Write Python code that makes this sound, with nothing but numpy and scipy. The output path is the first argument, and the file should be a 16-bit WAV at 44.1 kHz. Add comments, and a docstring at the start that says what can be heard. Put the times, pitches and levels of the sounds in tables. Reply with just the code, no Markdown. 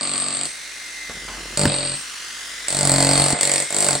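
"""Four bursts of hard clatter, about 47 blows a second: an electric demolition hammer chisels tile in a bare room.
Each blow excites low floor modes, a filtered knock on the tile with buzzing loose pieces, and a steel chisel
that clanks, cracks and rings. Underneath, the motor runs throughout as filtered air noise and whining tones.
Slabs thud and shards snap as decaying tones and noise; before the second burst the chisel drags over rubble."""
import sys
import numpy as np
from scipy import signal
from scipy.fft import rfft, irfft
from scipy.io import wavfile
from scipy.ndimage import uniform_filter1d

SR = 44100
rng = np.random.default_rng(int(sys.argv[2]) if len(sys.argv) > 2 else 0)


def dump(signal):
    """Clip the signal to [-1, 1] and save it as 16-bit WAV at the path in sys.argv[1]."""
    limited = np.clip(np.atleast_2d(signal).T, -1, 1)
    pcm = np.round(limited * 32767).astype(np.int16)
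    wavfile.write(sys.argv[1], SR, pcm)


N = 176400
TIME = np.arange(N) / SR
ROOM_T60_S = 0.25

# Hammer speed. Each row: time in seconds, blows per second.
SPEED = [(0.0, 47.7), (0.42, 46.84), (0.52, 48.44), (0.7, 48.5), (1.0, 47.3), (1.53, 47.01), (1.6, 49.61),
         (1.72, 45.76), (1.92, 44.93), (2.1, 48.4), (2.72, 45.86), (2.79, 49.19), (2.88, 45.55),
         (3.3, 47.27), (3.58, 46.93), (3.72, 49.79), (3.83, 50.39), (3.94, 44.22)]
# Strength of the blows, ahead of the mix gain of each part. Each row: time in seconds, floor thump in dB,
# tile knock in dB, chisel in dB, tip crack in dB.
EFFORT = [(0.01, -47.5, -37, -31, -37), (0.455, -49, -41, -35, -31.5), (1.574, -29, -28, -30.5, -24.5),
          (1.656, -19, -25, -31.5, -30), (1.677, -35.5, -29, -30.5, -54), (1.963, -36, -43.5, -35, -43),
          (2.683, -52, -36.5, -32, -27.5), (2.73, -35, -31.5, -34, -27), (2.87, -23, -23, -30.5, -22),
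          (3.2, -24.5, -22.5, -26, -25), (3.326, -33, -27.5, -32.5, -25.5), (3.347, -56, -27.5, -50, -52),
          (3.39, -53, -35, -33.5, -29), (3.411, -38.5, -29.5, -29, -20.5), (3.58, -40, -30, -30.5, -26),
          (3.68, -50, -35, -49, -30), (3.766, -42, -29, -32, -23.5), (3.89, -34, -25, -31, -20.5),
          (3.953, -29, -26.5, -32, -28)]


def amp(db):
    """Decibels to gain."""
    return 10 ** (np.asarray(db) / 20)


def unit(x):
    """Scales to rms 1."""
    return x / np.sqrt(np.mean(x ** 2))


def curve(table, t=TIME, order=1):
    """Reads one column of a table along its first, in straight lines between rows."""
    rows = np.array(table, float)
    return np.interp(t, rows[:, 0], rows[:, order])


def convolve(x, response):
    """Filters and cuts to the scene's length."""
    return signal.fftconvolve(np.atleast_2d(x), np.atleast_2d(response), axes=1)[:, :N]


def colour(x, points, size=4096):
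    """Minimum-phase filter of energy 1 whose spectrum follows the given points."""
    hz, db = np.transpose(points)
    log_hz = np.log(abs(np.fft.fftfreq(size, 1 / SR)) + 1)
    gain = amp(np.interp(log_hz, np.log(hz), db))
    spectrum = np.exp(np.conj(signal.hilbert(np.log(gain))))
    response = np.fft.ifft(spectrum).real[:size // 2]
    return convolve(x, response / np.linalg.norm(response))


def band(x, hz, width_hz):
    """A steep resonance, scaled to rms 1."""
    detuning = (np.fft.rfftfreq(N, 1 / SR) - hz) / width_hz
    return unit(irfft(rfft(x) / (1 + 1j * detuning) ** 2, N))


def pair(side=0.12):
    """Noise at two microphones; side is the part that they do not share."""
    a, b = rng.standard_normal((2, N))
    return unit(np.array([a + side * b, a - side * b]))


def reverb(x, wet_db, side=0.41, t60=ROOM_T60_S):
    """Direct sound plus a diffuse, exponentially dying tail, scaled back for the added power."""
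    tail = (pair(side) * amp(-60 * TIME / t60))[:, :SR // 2]
    tail *= amp(wet_db) / np.linalg.norm(tail[0])
    tail[:, 0] = 1  # direct sound
    return convolve(x, tail) / np.sqrt(1 + amp(wet_db) ** 2)


def floor_echo(x):
    """Adds the reflection off the floor, whose comb of peaks sweeps as the hammer is raised and lowered."""
    # First peak of the comb as the vents swing over the floor. Each row: time in seconds, frequency in Hz.
    swing = [(1.05, 2047), (1.4, 1393), (2.15, 1435), (2.65, 1845)]
    echo_db = -9
    late = [np.interp(TIME - 1 / curve(swing), TIME, channel) for channel in x]
    return unit(x + amp(echo_db) * np.array(late))


def motor():
    """Cooling air rushes through the vents; the heavy rotor whines smoothly; the piston shakes the housing."""
    # Colour of the cooling air. Each row: frequency in Hz, relative level in dB per Hz.
    rush = [(25, -30.5), (700, -10.5), (1700, -3), (6000, -5), (10200, -10.5), (12000, -26)]
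    # Motor levels. Each row: time in seconds, rush in dB, fan in dB (the fan noise is then halved).
    motor_levels = [(.4, -34.5, -53), (.52, -35, -45.5), (1.05, -34.5, -37.5), (1.25, -35, -43),
                    (2.15, -33, -47.5), (3, -32, -36), (3.8, -32.5, -41)]
    # Motor tones. Each row: multiple of the shaft speed, level in dB relative to the fan column.
    whine_tones = [(1, -20.5), (7, -1)]
    # Shaking of the housing at the stroke rate. Each row: time in seconds, level in dB.
    shake = [(.9, -62), (1.38, -40.5), (2.2, -63), (3.05, -48), (3.4, -73)]
    shaft_per_blow, gear_order, gear_db = 6.24, 17, -54  # shaft turns per blow; gear tone per shaft turn

    # The rotor's inertia smooths the speed over a fifth of a second
    turns = np.cumsum(uniform_filter1d(curve(SPEED), size=SR // 5)) / SR
    stroke = np.sin(2 * np.pi * turns)
    fan_gain = amp(curve(motor_levels, order=2))

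    air = floor_echo(colour(pair(side=0.49), rush))
    air = air * (1 + 0.15 * stroke) * amp(curve(motor_levels))
    air += band(pair(), hz=1940, width_hz=95) * fan_gain / 2

    wobble = 0.0036 * band(rng.standard_normal(N), hz=6.5, width_hz=15)  # shaft turns
    shaft = shaft_per_blow * turns + wobble
    whine = sum(amp(db) * np.sin(2 * np.pi * round(k) * shaft) for k, db in whine_tones) * fan_gain
    whine += amp(gear_db) * np.sin(2 * np.pi * gear_order * shaft)
    shaking = amp(curve(shake)) * stroke
    return air + np.sqrt(2) * (reverb(whine, wet_db=-7.5) + shaking)  # root 2: tone levels are rms


def rubble():
    """Slabs thud as they break loose, shards snap, and the chisel drags between them."""
    # Slabs breaking loose. Each row: start in seconds, level in dB, pitch in Hz, t60 in seconds.
    thuds = [(1.656, -5, 281, 0.033), (1.661, -15, 106, 0.13), (3.183, -25, 74, 0.12),
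             (3.331, -7, 257, 0.018)]
    # Snapping and scraping of shards. Each row: start in seconds, onset level in dB, centre in Hz,
    # decay in seconds (to 1/e).
    shards = [(1.097, -31, 1020, 0.016), (1.279, -35, 1200, 0.12), (1.655, -2.5, 720, 0.0021),
              (1.654, -15, 3000, 0.0013), (3.887, -15.5, 1220, 0.0042)]
    # Chisel dragged through rubble. Each row: start in seconds, end in seconds, level in dB.
    drags = [(1.085, 1.561, -45.5)]
    out = np.zeros(N)
    for start, db, hz, t60 in thuds:
        t = np.maximum(TIME - start, 0)
        out += amp(db - 60 * t / t60) * np.sin(2 * np.pi * hz * t)
    for start, db, hz, decay in shards:
        t = np.maximum(TIME - start, 0)
        snap = (t > 0) * np.exp(-t / decay)
        out += amp(db) * snap * band(rng.standard_normal(N), hz, hz)
    impacts = rng.standard_normal(N) * (rng.random(N) < 250 / SR)  # about 250 grains a second
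    grains = band(impacts, hz=272, width_hz=320)
    for start, end, db in drags:
        out += amp(db) * grains * ((TIME > start) & (TIME < end))
    return reverb(out, wet_db=-13.0)


def blow_times(turns):
    """One blow per piston stroke while the chisel is pressed down."""
    # Bursts of blows. Each row: first blow in seconds, end in seconds.
    bursts = [(.0102, .465), (1.5735, 1.955), (2.6826, 3.632), (3.7052, 3.962)]
    times = []
    for burst in bursts:
        first, last = np.interp(burst, TIME, turns)
        times.append(np.interp(np.arange(first, last), turns, TIME))
    return np.concatenate(times)


def clicks(times, order):
    """One impulse per blow, as strong as a column of EFFORT asks, with 1 dB of random scatter."""
    db = curve(EFFORT, times, order=order) + rng.standard_normal(len(times))
    per_blow = np.sqrt(SR / curve(SPEED, times))  # turns an rms level into an impulse height
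    return np.bincount((times * SR).astype(int), amp(db) * per_blow, N)[:N]


def contact(hits, decay_s, grit):
    """A clean impact and a short spray of crushing grit; grit is the spray's share of the power."""
    t = TIME[:SR // 20]
    shape = t * np.exp(-2 * t / decay_s)
    power = abs(convolve(hits ** 2, shape / shape.sum()))
    return np.sqrt(1 - grit) * hits + np.sqrt(grit * power) * pair(side=0.43)


def floor_thump(times):
    """The floor booms in its low modes, each a decaying sine."""
    # Floor modes. Each row: frequency in Hz, relative level in dB, t60 in seconds.
    floor_modes = [(146.5, 10, 0.18), (199, 7.5, 0.18), (275.9, -1, 0.49)]
    boom = sum(amp(db - 60 * TIME / t60) * np.sin(2 * np.pi * hz * TIME) for hz, db, t60 in floor_modes)
    thump = convolve(clicks(times, order=1), -boom / np.linalg.norm(boom))
    return amp(-0.5) * reverb(thump, wet_db=-11, side=0.05)


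def tile_knock(times):
    """The dull knock of the tip on tile and mortar; loose pieces buzz at their own pitch."""
    # Colour of the knock. Each row: frequency in Hz, relative level in dB per Hz.
    knock_colour = [(90, -27.5), (430, 1.5), (700, 6.5), (1400, -7.5), (2100, -5.5), (12000, -75.5)]
    # Loose pieces of tile buzzing under the tip. Each row: start in seconds, end in seconds, pitch in Hz.
    tiles = [(0, .42, 1157), (0, .45, 263), (1.55, 1.93, 583), (1.66, 1.93, 3840), (3.4, 3.63, 1980),
             (3.4, 3.63, 582), (3.74, 3.86, 438)]
    tile_db, decay_cycles = -4, 1.27
    hits = clicks(times + 0.00055, order=2)
    knock = colour(contact(hits, decay_s=0.0038, grit=0.2), knock_colour)
    for start, end, hz in tiles:
        cycles = hz * TIME
        buzz = cycles * np.exp(-cycles / decay_cycles) * np.sin(2 * np.pi * cycles)
        loose_hits = hits * (TIME > start) * (TIME < end)
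        knock = knock + amp(tile_db) * convolve(loose_hits, buzz / np.linalg.norm(buzz))
    balance = amp([[-1], [1.3]])  # left, right
    return balance * reverb(knock, wet_db=0.5, side=0.48, t60=0.16)


def clang(times):
    """Each blow sets the chisel's modes swelling and dying within milliseconds, more so when it bites the floor."""
    # Lengthwise modes of the chisel. Each row: frequency in Hz, level in dB, swell in seconds.
    steel = [(4550, 1, 0.0004), (8330, -3, 0.00055)]
    bite = 0.17  # extra clang in dB per dB of floor thump
    out, t, thump_db = np.zeros(N), TIME[:SR // 50], curve(EFFORT)
    hits = clicks(times, order=3) * amp(bite * (thump_db - thump_db.mean()))
    for hz, db, swell in steel:
        shape = t ** 2 * np.exp(-t / swell)
        envelope = convolve(hits, shape / np.linalg.norm(shape))[0]
        wander = 1.28 * band(rng.standard_normal(N), hz=0, width_hz=150)  # radians
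        phase = 2 * np.pi * hz * TIME + wander
        out += amp(db) * envelope * np.sqrt(2) * np.sin(phase)
    return out


def chisel(times):
    """The steel clangs, cracks at the tip and rings on as it rebounds; it reaches the left side a sample late."""
    # Colours of the steel's clank, the tip's crack and the ring.
    # Each row: frequency in Hz, relative level in dB per Hz.
    clank_colour = [(1000, -13.5), (2600, -0.5), (4550, -2), (5200, -29), (13000, -38)]
    crack_colour = [(2500, -25), (6650, -12), (7150, -1), (7700, 1.5), (10400, -13), (12000, -34),
                    (15800, -21)]
    ring_colour = [(7000, -25.5), (8050, -13), (8500, 0.5), (9000, -21.5), (11000, -61)]
    ring_t60_s, rebound_s, rebound_db = 0.49, 0.009, -14
    rebounds = times + rebound_s * (1 + 0.074 * rng.standard_normal(len(times)))
    hits = clicks(times, order=3) + amp(rebound_db) * clicks(rebounds, order=3)
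    tip_hits = clicks(times, order=4)

    clank = colour(contact(hits, decay_s=0.0027, grit=1), clank_colour)
    crack = colour(contact(tip_hits, decay_s=0.0013, grit=0.79), crack_colour)
    ring = colour(contact(hits, decay_s=0.0022, grit=0.46), ring_colour)
    ring = reverb(ring, wet_db=5, t60=ring_t60_s)
    strike = reverb(amp(-4) * clank + amp(2.5) * crack, wet_db=-4.5)
    modes = reverb(clang(times - 0.0006), wet_db=-3.5)  # early, as the modes take time to swell
    left, right = strike + modes + amp(6.5) * ring
    return np.array([np.roll(left, 1), right])


def scene():
    """The hammer at work on the floor: motor and rubble under the blows."""
    turns = np.cumsum(curve(SPEED)) / SR
    times = blow_times(turns)
    return motor() + rubble() + floor_thump(times) + tile_knock(times) + chisel(times)


def record(dry):
    """Peaks are rounded off, the deep bass is cut, the treble drops away at moments, then the band limit."""
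    # Moments of dull treble. Each row: start in seconds, end in seconds.
    dull_spans = [(0, .447), (1.675, 1.955), (3.335, 3.403)]
    x = signal.lfilter(*signal.butter(2, 35, "high", fs=SR), np.tanh(dry))
    dull = sum(((TIME >= a) & (TIME < b)) * 1. for a, b in dull_spans)
    dull = uniform_filter1d(dull, size=200)  # short crossfades
    # Low-pass with a half-depth dip in the upper treble
    dip = signal.firwin(151, [5050, 6900], pass_zero=False, fs=SR)
    muffle = signal.firwin(151, 8900, fs=SR) - 0.5 * dip
    x = x + dull * (signal.oaconvolve(x, muffle[None], "same") - x)
    band_limit = signal.firwin(511, 16050, window="blackman", fs=SR)
    return signal.oaconvolve(x, band_limit[None], "same")


dry = scene()
out = record(dry)
dump(out)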